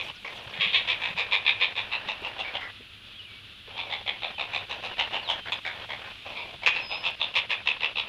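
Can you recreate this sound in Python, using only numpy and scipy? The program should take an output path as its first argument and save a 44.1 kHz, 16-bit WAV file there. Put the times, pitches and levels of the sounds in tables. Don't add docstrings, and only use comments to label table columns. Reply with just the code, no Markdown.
import sys
import numpy as np
from scipy import signal
from scipy.fft import rfft, irfft, next_fast_len
from scipy.io import wavfile
from scipy.ndimage import uniform_filter1d, minimum_filter1d, map_coordinates

SR = 44100
rng = np.random.default_rng(int(sys.argv[2]) if len(sys.argv) > 2 else 0)


def transcribe(u):
    v = np.clip(np.atleast_2d(u).T, -1, 1)
    q = np.round(v * 32767).astype(np.int16)
    wavfile.write(sys.argv[1], SR, q)


def rack_gain(trim_db):
    fader = np.asarray(trim_db, float)
    return 10 ** (fader / 20)


N = 356328


def unit(x):
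    return x / np.sqrt(np.mean(x ** 2) + 1e-20)


def along(points, hz):
    f, v = np.transpose(points)
    return np.interp(np.log(hz + 1), np.log(f + 1), v)


def at(s, rows):
    return np.interp(s, *np.transpose(rows))


def curves(rows):
    s, *cols = np.transpose(rows)
    return [np.interp(np.arange(N) / SR, s, c) for c in cols]


def wobble(rate):
    knots = rng.standard_normal(int(N * rate / SR) + 4)
    return map_coordinates(knots, [np.arange(N) * rate / SR])


def noise(spectrum):
    m = next_fast_len(N)
    white = rfft(rng.standard_normal(m))
    return unit(irfft(white * rack_gain(along(spectrum, np.fft.rfftfreq(m, 1 / SR))), m)[:N])


def sine(hz):
    return np.sin(2 * np.pi * np.cumsum(hz) / SR)


def add(track, s, x):
    part = track[max(round(s * SR), 0):][:len(x)]
    part += x[:len(part)]


def resonances(modes, f):
    def one(c, w):
        return 1j * f * w / (c * c - f * f + 1j * f * w)
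    return sum((-1) ** k * rack_gain(db) * one(c, w) * one(c, 3 * w) for k, (c, w, db) in enumerate(sorted(modes)))


# pitch in Hz, width in Hz, level in dB.
STILL_THROAT = [(498, 118, -18.5), (1277, 600, -23.5), (4070, 760, -16.5), (5270, 490, -27.5)]
# time in seconds, chest resonance in Hz (the neck stretches),
# bill resonance in dB (the head turns to the microphone), windpipe tone in dB.
POSE = [(0, 1030, -0.5, -28), (.07, 980, -14, -23), (.26, 950, -30, -25), (.36, 990, -8, -24),
        (.6, 1100, 0, -17), (.73, 1066, 2.5, -16), (.87, 1000, -1, -17), (1.0, 950, -4, -10.5),
        (1.17, 944, -6, -16), (1.31, 984, -2, -17), (1.45, 1010, -2, -18.5), (1.6, 1034, -1.5, -18.5),
        (1.75, 936, -1, -15.5), (1.9, 940, -5.5, -13), (2.07, 875, -4.5, -15), (2.24, 870, -13, -17),
        (2.38, 774, -1, -13), (2.44, 790, -12, -14), (2.54, 765, -2, -11), (2.61, 1080, -20, -10.5),
        (3.75, 854, 1, -29), (3.9, 865, 4, -27), (4.06, 850, 1.5, -30), (4.22, 760, 2, -15),
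        (4.38, 810, -3, -21), (4.52, 870, -2, -15), (4.7, 805, -0.5, -15), (4.83, 780, -3, -14),
        (4.99, 800, -5, -11.5), (5.11, 764, -7.5, -10), (5.28, 775, -4.5, -17.5), (5.46, 780, -1.5, -3.5),
        (5.52, 830, 2.5, -19), (5.65, 825, -2.5, -4), (5.89, 790, -3.5, -20), (6.04, 800, -10, -9),
        (6.25, 870, -7, -28), (6.35, 930, -10.5, -40), (6.55, 895, -5, -38), (6.62, 830, -4, -31),
        (6.66, 925, -7.5, -15.5), (6.75, 850, -17, -17.5), (6.9, 850, -2.5, -39), (7.03, 935, -2.5, -21),
        (7.2, 875, 2.5, -20), (7.35, 1000, -5, -22), (7.5, 1016, -7, -15), (7.66, 975, -5, -18),
        (7.8, 954, -5.5, -14.5), (7.95, 1010, -3.5, -26)]
# time in seconds, leak from 0 up.
LEAK = [(0, .15), (.55, .35), (1.0, .4), (1.17, .5), (1.45, .25), (1.6, .4), (2.24, .3), (2.44, .7),
        (2.54, .3), (2.61, .9), (3.9, .25), (4.06, .03), (4.7, .1), (4.83, .3), (4.99, .1), (5.11, .3),
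        (5.28, .15), (5.46, .1), (5.52, .5), (5.65, .15), (5.9, .2), (6.05, .03), (6.35, 1.2), (6.66, .1),
        (6.75, .6), (7.05, .5), (7.2, .04), (7.36, .6), (7.5, .8), (7.66, .1), (7.8, .05)]
# time in seconds, pitch in Hz.
BILL = [(0, 3480), (.36, 3300), (.6, 3420), (.75, 3530), (.87, 3490), (1.0, 3520), (1.2, 3670),
        (1.31, 3540), (1.45, 3550), (1.6, 3520), (1.75, 3590), (1.95, 3800), (2.07, 3700), (2.24, 3600),
        (2.4, 3400), (2.54, 3330), (3.75, 3500), (3.9, 3570), (4.06, 3400), (4.22, 3520), (4.38, 3650),
        (4.52, 3660), (4.7, 3760), (4.83, 3777), (4.99, 3730), (5.11, 3600), (5.28, 3500), (5.46, 3370),
        (5.52, 3450), (5.65, 3520), (5.89, 3380), (6.35, 3440), (6.66, 3280), (6.9, 3640), (7.03, 3420),
        (7.2, 3510), (7.35, 3540), (7.5, 3480), (7.66, 3520), (7.8, 3500), (7.95, 3560)]
# time in seconds, treble in dB.
AIM = [(0, -7), (.25, -8), (.6, 2), (.73, 4), (.87, 3.5), (1.0, 0), (1.17, 3), (1.31, 1), (1.45, -3),
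       (1.6, -4), (1.75, 1), (1.9, -2), (2.07, -1), (2.24, -4), (2.38, 2), (2.54, -3), (3.75, -3),
       (3.9, -1), (4.06, -2), (4.22, -6), (4.38, 1), (4.52, 3.5), (4.7, 4.5), (4.83, 7), (4.99, 0),
       (5.11, 0), (5.28, -1), (5.46, 0), (5.52, -2), (5.65, 3.5), (5.89, -3), (6.35, -12), (6.66, 3.5),
       (6.9, -3), (7.03, -1), (7.2, -2), (7.35, 3), (7.5, 0), (7.66, 0), (7.8, -1.5), (7.95, -1)]


def voicing(s, db, rise, gape_hz, aside):
    usual_db, usual_gape_hz = -25, 2550
    times, *pose = np.transpose(POSE)
    chest_hz, bill_db, neck_db = (np.interp(s, times, column) for column in pose)
    effort_db = db - usual_db
    frenzy = np.exp(-((s - .65) / .3) ** 2)
    snap = np.exp(-rise / 0.0035)

    fall = max(205 + 6.5 * effort_db + 3 * s, 60) * (1 - 0.46 * frenzy)
    leak = at(s, LEAK) + 0.42 * frenzy
    flutter_hz, click_share = 200 + 170 * frenzy, .55 + .4 * frenzy

    chest_db = -8 - 0.25 * effort_db - 0.03 * (chest_hz - 900) - 10 * aside - 1.5 * snap
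    edge_db = -47 - 0.4 * effort_db + 0.09 * bill_db - 35 * aside + 14.5 * snap - 4 * frenzy + at(s, AIM)
    bill_hz = at(s, BILL) + 0.16 * (gape_hz - usual_gape_hz)
    throat = [(chest_hz + 206 * snap, 300, chest_db),
              (0.711 * gape_hz, 480, neck_db + 7.5 * snap),
              (gape_hz, 300 + 150 * frenzy - 110 * aside, 0),
              (bill_hz, 380 + 180 * frenzy, bill_db)] + STILL_THROAT
    return fall, leak, flutter_hz, click_share, throat, edge_db


# start in seconds, peak in dB,
# pulses per second, rise in seconds, resonance of the open gape in Hz.
CLACKS = [(0.0, -28.5, 92, 0.0028, 2400), (.071, -32.5, 75, 0.024, 2790), (.247, -33, 70, 0.0044, 2240),
          (.599, -30, 102, 0.015, 2430), (.732, -26, 77, 0.015, 2420), (.874, -26, 76, 0.016, 2480),
          (1.001, -29.5, 57, 0.034, 2490), (1.166, -24, 101, 0.024, 2500),
          (1.312, -20, 101, 0.022, 2440), (1.45, -18.5, 71, 0.03, 2440),
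          (1.601, -19.5, 94, 0.023, 2440), (1.751, -27, 78, 0.031, 2550),
          (1.9, -25.5, 120, 0.039, 2670), (2.075, -27, 96, 0.02, 2680),
          (2.238, -28.5, 98, 0.0086, 2724), (2.382, -32.5, 108, 0.019, 2730),
          (2.539, -29, 71, 0.01, 2850), (2.608, -40, 89, 0.0077, 2040),
          (3.755, -32.5, 90.1, 0.037, 2470), (3.9, -30, 81.5, 0.032, 2160),
               (4.063, -24.5, 70.1, 0.018, 2210), (4.221, -28.5, 87.1, 0.0091, 2533),
               (4.381, -23, 70.2, 0.023, 2540), (4.52, -23, 73.7, 0.034, 2480),
               (4.695, -27.5, 64.05, 0.011, 2690), (4.825, -31, 87.7, 0.027, 2640),
               (4.982, -23.5, 103, 0.0074, 2880), (4.996, -17.5, 76.6, 0.0039, 2950),
               (5.113, -27, 97.1, 0.0346, 2870), (5.276, -26.5, 80.3, 0.013, 3200),
               (5.299, -22, 86.9, 0.0018, 2960), (5.459, -34, 82.5, 0.018, 2180),
               (5.521, -28, 99.6, 0.0016, 2560), (5.651, -28.5, 84.7, 0.0083, 2270),
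               (5.89, -30.5, 71.9, 0.013, 2120), (6.251, -44.5, 80.5, 0.018, 2550),
          (6.621, -34.5, 79, 0.015, 2210), (6.662, -8.5, 166, 0.0025, 2540),
              (6.895, -30.5, 105.4, 0.03, 2560), (7.028, -26, 84.2, 0.037, 2650),
              (7.201, -23, 77.3, 0.018, 2690), (7.34, -28, 67.5, 0.032, 2800),
              (7.353, -21, 93.1, 0.0074, 2420), (7.497, -25.5, 115.6, 0.012, 2570),
              (7.659, -18.5, 72.5, 0.02, 2650), (7.807, -20, 80.25, 0.026, 2670),
              (7.957, -18, 76.4, 0.032, 2690)]
# start in seconds, peak in dB, pulses per second,
# rise in seconds, gape resonance in Hz.
SIBLING = [
    (0.357, -36.5, 59, 0.0044, 3170),
    (0.537, -39, 69, 0.0016, 2300),
    (0.678, -41.5, 123, .0024, 2730),
    (2.437, -34.5, 87, 0.013, 2300),
    (6.35, -35, 58, 0.021, 2410),
    (6.75, -25, 83, 0.018, 2620),
]
# start in seconds, peak in
# dB, pulses per second, rise in seconds, gape resonance in Hz.
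MORE_SIBLING = [
    (.553, -43.5, 84, 0.017, 2030),
    (.822, -39, 54, 0.00092, 2970),
    (5.723, -40, 77, .004, 3400),
    (5.808, -40, 80, 0.0078, 3200),
    (6.043, -38, 68, .008, 2540),
]
# time in seconds, hold in seconds.
HOLD = [(0, 0.02), (.25, 0.036), (.536, 0.0089), (.553, 0.029), (.6, 0.05), (.73, 0.033), (.822, 0.0043),
        (.87, 0.038), (1.0, 0.057), (1.17, 0.037), (1.31, 0.039), (1.45, 0.04), (1.6, 0.036), (1.75, 0.037),
        (1.9, 0.028), (2.07, 0.032), (2.24, 0.036), (2.38, 0.019), (2.44, 0.055), (2.54, 0.03),
        (2.61, 0.041), (3.75, 0.038), (3.9, 0.027), (4.06, 0.03), (4.22, .045), (4.38, 0.036),
        (4.52, 0.034), (4.7, 0.035), (4.83, 0.027), (4.984, 0.0075), (4.993, 0.029), (5.11, 0.036),
        (5.28, 0.034), (5.46, 0.023), (5.52, 0.022), (5.65, 0.041), (5.89, 0.045), (6.04, 0.047),
        (6.25, 0.044), (6.35, 0.057), (6.62, 0.027), (6.66, 0.028), (6.75, 0.037), (6.9, 0.037),
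        (7.03, 0.034), (7.2, 0.036), (7.35, 0.035), (7.5, 0.04), (7.66, 0.041), (7.8, 0.037), (7.95, 0.023)]
# pitch in Hz, level in dB.
BILL_EDGE = [(3500, -31.5), (4600, 15), (5500, 7.5), (6500, 3.5), (7800, -7.5), (9000, -8), (12000, -23),
             (15000, -29)]


def clacks():
    out, m = np.zeros(N), 1 << 13
    t, f = np.arange(m) / SR, np.fft.rfftfreq(m, 1 / SR)
    soft = (1 - (f / 4600) ** 2 + 1.4j * f / 4600) ** -2
    turned_away = np.transpose(SIBLING + MORE_SIBLING)[0]
    for s, db, rate, rise, gape_hz in sorted(CLACKS + SIBLING) + MORE_SIBLING:
        luck, air = rng.standard_normal((3, 40)), rng.standard_normal((3, m))
        fall, leak, beat, share, throat, edge_db = voicing(s, db, rise, gape_hz, aside=s in turned_away)

        drift = np.cumsum((.01 + .06 * leak) * luck[0]) * np.arange(40) / 4
        cycle = t * rate + np.interp(t * rate, np.arange(40), drift)
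        turn, phase = np.clip(cycle.astype(int), 0, 39), cycle % 1
        pulse = np.exp(-(phase / .45) ** 2.3) * np.minimum(.6 + phase / .06, 1)
        opening = rack_gain(1.5 * luck[1][turn]) * pulse + leak + 1.2 * t

        flutter = np.floor(phase / rate * beat * np.exp(.18 * luck[2][turn]))
        struck = np.diff(flutter + 50 * turn, prepend=-1) != 0
        clicks = struck * rack_gain(0.86 * air[2]) * np.sqrt(SR / beat)

        climbed = (0.7 * t + 0.5 * (turn + 0.33) / rate) / rise
        short_db = (5.0 + 418 * rise) * np.maximum(1 - climbed, 0) ** 1.45
        if np.min(np.abs(np.transpose(SHUT)[1] - s)) < .006:
            short_db = np.minimum(short_db, 9.5)
        late = np.maximum(t - rise, 0)
        cut = rack_gain(-fall * 0.046 * (late / at(s, HOLD)) ** 2.23)
        effort = rack_gain(-short_db) * (cut + rack_gain(-18.0 - 78 * late)) * (t < .16)

        source = effort * opening * (share * clicks + (1.12 - share) * air[0])
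        voice = rfft(source) * resonances(throat, f) * soft
        patches_db = 3 * np.interp(f / 600, np.arange(40), luck[2])
        edge = rfft(effort * opening * (air[1] + 0.64 * clicks))
        hiss = edge * rack_gain(edge_db + patches_db + along(BILL_EDGE, f))
        add(out, s, rack_gain(db + 17.0) * irfft(voice + hiss, m)[:m * 15 // 16])
    return out


# time in seconds, level in dB.
WHEEZE = [(0.0, -48.5), (.46, -48.5), (1.2, -48.5), (1.9, -50), (2.5, -49), (2.75, -54.5), (3.6, -54.5),
          (3.91, -47.5), (4.4, -50.5), (4.98, -45.5), (5.4, -48), (5.6, -49), (5.96, -50), (6.2, -47),
          (6.5, -50), (6.81, -49), (8.08, -51)]
# pitch in Hz, level in dB.
HOARSE_LOW = [(150, -14.5), (300, -11.5), (420, -6.5), (550, -1.5), (1000, -3), (1060, 0), (1170, -39),
              (2500, -46.5)]
HOARSE_MID = [(900, 8), (1150, 16.5), (1900, 21.5), (2400, -31)]
HOARSE_HIGH = [(1800, -18.5), (2300, -7), (2600, -5.5), (3500, -9), (4300, -19.5), (6000, -33.5),
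               (9000, -82)]


def wheeze(open_gain):
    chest_db, = curves(WHEEZE)
    gape_db = -45 + (chest_db + 48.5)
    neck_db = -40.5 + 0.56 * curves(POSE)[2]
    throb = unit(rack_gain(2.7 * np.clip(wobble(170), -3, 2) + .6 * wobble(20)))
    dull = rack_gain(chest_db) * noise(HOARSE_LOW) + rack_gain(neck_db) * noise(HOARSE_MID)
    bright = rack_gain(gape_db) * noise(HOARSE_HIGH)
    return throb * (open_gain * dull + open_gain ** 0.15 * bright)


# time in seconds, pitch in Hz, level in dB.
WHISTLES = [
    [(3.145, 3160, -54), (3.183, 3360, -49), (3.2, 2930, -41), (3.213, 2930, -43), (3.228, 2670, -56)],
    [(3.248, 2980, -42.5), (3.258, 2860, -45), (3.268, 2420, -51), (3.303, 2280, -52.5), (3.39, 2260, -54),
     (3.41, 2250, -60)],
]
# time in seconds, pitch in Hz, level in dB.
GLIDES = [
    [(4.9, 3080, -48), (4.915, 3000, -43), (4.935, 2820, -43), (4.96, 2520, -45), (4.976, 2200, -50)],
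    [(4.337, 3200, -50), (4.35, 3130, -44), (4.38, 2990, -44), (4.4, 2940, -48)],
    [(3.732, 3150, -50), (3.75, 3200, -44), (3.778, 3270, -44)],
    [(2.6, 2063, -50), (2.62, 1920, -48), (2.68, 1990, -49), (2.71, 1960, -49)],
    [(5.225, 4750, -56), (5.245, 4250, -46), (5.27, 3800, -42), (5.3, 3450, -36), (5.345, 3300, -37),
     (5.37, 3150, -48), (5.5, 3040, -50)],
]
# time in seconds, pitch in Hz, level in dB.
PEEP = [
    [(6.8, 5270, -60), (6.84, 5120, -46), (6.9, 5035, -44), (6.96, 5070, -42), (7.0, 5230, -53.5),
     (7.04, 5160, -65)],
]


def whistles():
    out, t = np.zeros(N), np.arange(N) / SR
    for note in WHISTLES + GLIDES + PEEP:
        hz, db = curves(note)
        ends = np.clip(np.minimum(t - note[0][0], note[-1][0] - t) / 0.0023, 0, 1)
        out += ends * rack_gain(db + 3.0) * sine(hz)
    return out


# start in seconds, length in seconds, first pitch in Hz, last pitch in Hz,
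# level in dB.
NOTES = [
    (2.55, 0.094, 2050, 2100, -45),
    (2.61, .06, 1300, 1400, -47),
    (3.848, .06, 2400, 2200, -44),
    (4.255, .045, 3600, 3450, -41),
    (3.98, .03, 3550, 3500, -43),
    (6.385, 0.055, 2440, 2760, -39),
    (5.555, .03, 5100, 4860, -55),
    (0.13, .07, 1400, 1480, -57),
    (6.349, 0.12, 1030, 940, -47),
    (6.36, 0.085, 3350, 3550, -44),
]


def wavering_notes():
    out = np.zeros(N)
    song = [(.03 + k * .1148, .055, 6900, 3900, -57) for k in range(5)]
    for s, length, from_hz, to_hz, db in song + NOTES:
        u = np.arange(round(length * SR)) / (length * SR)
        glide = to_hz + (from_hz - to_hz) * (1 - u) ** (1 + 14 * length)
        hz = glide + .012 * from_hz * wobble(250)[:len(u)]
        level = rack_gain(db + 2.2 * wobble(112)[:len(u)]) * np.sqrt(np.sin(np.pi * u))
        add(out, s, level * sine(hz))
    return out


# time in seconds, level in dB, pitch in Hz.
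THUMPS = [(0.463, -38, 103), (0.586, -34, 140), (.662, -32, 165), (1.101, -34, 155.8), (1.148, -36, 148.7),
          (2.06, -39.5, 157.7), (2.221, -31.5, 380), (2.222, -48, 120), (2.799, -41, 220),
          (2.806, -38.5, 416), (3.681, -36.5, 410), (6.544, -42.5, 106.5)]


def thumps():
    out, t = np.zeros(N), np.arange(SR // 10) / SR
    for s, db, hz in THUMPS:
        push = rack_gain(db + 4.5 - 6.3 * hz * t) * (1 - np.exp(-t * hz))
        add(out, s, push * np.sin(2 * np.pi * hz * t * (1 + 6 * t)))
    return out


# time in seconds, level in dB.
TWIGS = [
    (.4404, -58),
    (.465, -61),
    (2.2184, -58),
    (2.2822, -57),
    (7.1048, -57),
]
# pitch in Hz, level in dB.
TWIG_SNAP = [(2000, -30), (4000, 0), (10000, -3), (15000, -10)]


def twig_ticks():
    level, t = np.zeros(N), np.arange(SR // 50) / SR
    for s, db in TWIGS:
        add(level, s, rack_gain(db - 60 * t / .03))
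    return level * noise(TWIG_SNAP)


# time in seconds, level in dB.
RUSTLE = [(0.0, -49), (.02, -52), (.035, -43), (.086, -44), (.1, -54), (.3, -51), (.375, -44), (.392, -53),
          (.45, -50), (.7, -49.5), (2.3, -57.5), (3.51, -63), (5.04, -53), (6.3, -51), (8.08, -68)]
# pitch in Hz, level in dB.
NEEDLES = [(4000, -19.5), (6000, -5), (8000, -9.5), (10000, -12.5), (13000, -16.5), (15400, -19)]


def rustle():
    return rack_gain(curves(RUSTLE)[0] - 19.5 + wobble(27)) * noise(NEEDLES)


# pitch in Hz, time to fade by 60 dB in seconds.
NEAR_TREES = [(300, 0.19), (3000, 0.3), (5000, 0.062), (8000, 0.0074)]
FAR_TREES = [(2000, .9), (5000, 1.3)]


def trees(x, decays):
    out, step = np.zeros(N), SR // 2
    for a in range(0, N, step):
        hz, t, z = signal.stft(rng.standard_normal(SR // 2), SR, nperseg=256)
        fade = rack_gain(-60 * t / along(decays, hz)[:, None])
        tail = signal.istft(z * fade, SR, nperseg=256)[1]
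        add(out, a / SR + .012, signal.fftconvolve(x[a:a + step], tail / np.linalg.norm(tail)))
    return out


# pitch in Hz, level in dB per Hz.
AIR = [(12, -67), (20, -11.5), (112, -4), (153, -17.5), (209, -8), (236, -16), (938, -25), (1280, -16),
       (2250, -18), (2600, -7.5), (3500, -8), (6500, -41), (8450, -83), (14300, -120)]


def wood_air():
    air = rack_gain(-48.5 + 0.2 * wobble(12.0) + 1.2 * wobble(30)) * noise(AIR)
    traffic = noise([(85, -26.5), (97, -0.5), (105, 14.0), (112, -16.0), (125, -69.0)])
    return air + rack_gain(-65.5 + 1.9 * wobble(25)) * traffic


# time in seconds, pitch in Hz.
WHINE = [(0.0, 11000), (0.54, 10720), (4.7, 10980), (4.93, 10830), (6.91, 10950), (7.25, 10800),
         (8.08, 10700)]


def electronics():
    hiss = rack_gain(-72.0) * noise([(5000, -21), (6500, -2.0), (9000, -6.5), (12000, -9), (14700, -6), (15400, -7)])
    hz = curves(WHINE)[0] + 70 * wobble(9) + 45 * wobble(90)
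    return hiss + rack_gain(-72.5 + 0.95 * wobble(60)) * sine(hz)


# from seconds, to seconds.
SHUT = [(.115, .246), (1.145, 1.16), (1.735, 1.755), (2.71, 3.677), (4.03, 4.059), (4.19, 4.22),
        (4.35, 4.381), (4.655, 4.686), (4.805, 4.826), (4.942, 4.97), (5.092, 5.108), (5.405, 5.458),
        (5.595, 5.65), (5.858, 5.889), (6.125, 6.252), (6.56, 6.62), (6.875, 6.892), (7.15, 7.199),
        (7.32, 7.336), (7.46, 7.495), (7.62, 7.657), (7.78, 7.804), (7.932, 7.954)]


def gate():
    corners = []
    for a, b in SHUT:
        corners += [(a - .007, 1), (a + .007, .03), (b - .002, .03), (b, 1)]
    return curves(corners)[0]


def starved(x):
    hz, _, z = signal.stft(x, SR, nperseg=2048)
    power = np.abs(z) ** 2
    total = uniform_filter1d(power.sum(1, keepdims=True), size=9, axis=2)
    loud_db = 10 * np.log10(np.abs(total) + 1e-12)
    tilt_db = 3 * np.log2(hz / 12000 + 0.00089)[:, None]
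    limit_db = -107 + .55 * (loud_db + 36.0) + tilt_db
    local_db = 10 * np.log10(np.abs(uniform_filter1d(power, size=7, axis=1)) + 1e-20)
    keep = 1 / (1 + np.exp(np.clip(2 * (limit_db - local_db), -30, 30)))
    return signal.istft(z * np.where(hz[:, None] > 5000, keep, 1), SR, nperseg=2048)[1][:, :N]


def scene():
    chicks, open_gain = clacks(), gate()
    birds = whistles() + wavering_notes()
    nest = open_gain * (chicks + rack_gain(-15) * trees(chicks, NEAR_TREES)) + wheeze(open_gain)
    far = birds + rack_gain(-11) * trees(birds, FAR_TREES)
    feet = thumps() + twig_ticks()
    return (nest + far + feet + rustle() + wood_air() + electronics())[None]


def top_cut(x):
    return signal.sosfilt(signal.butter(12, 15760, fs=SR, output="sos"), x)


def record(dry):
    top_hz = 15450
    need = np.minimum(1, .44 / (np.abs(dry) + 1e-9))
    held = dry * uniform_filter1d(minimum_filter1d(need, size=181), size=89)
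    m = next_fast_len(N)
    band = irfft(rfft(held, m) * (np.fft.rfftfreq(m, 1 / SR) < top_hz), m)[:, :N]
    mix = starved(band)
    return top_cut(mix)


dry = scene()
out = record(dry)
transcribe(out)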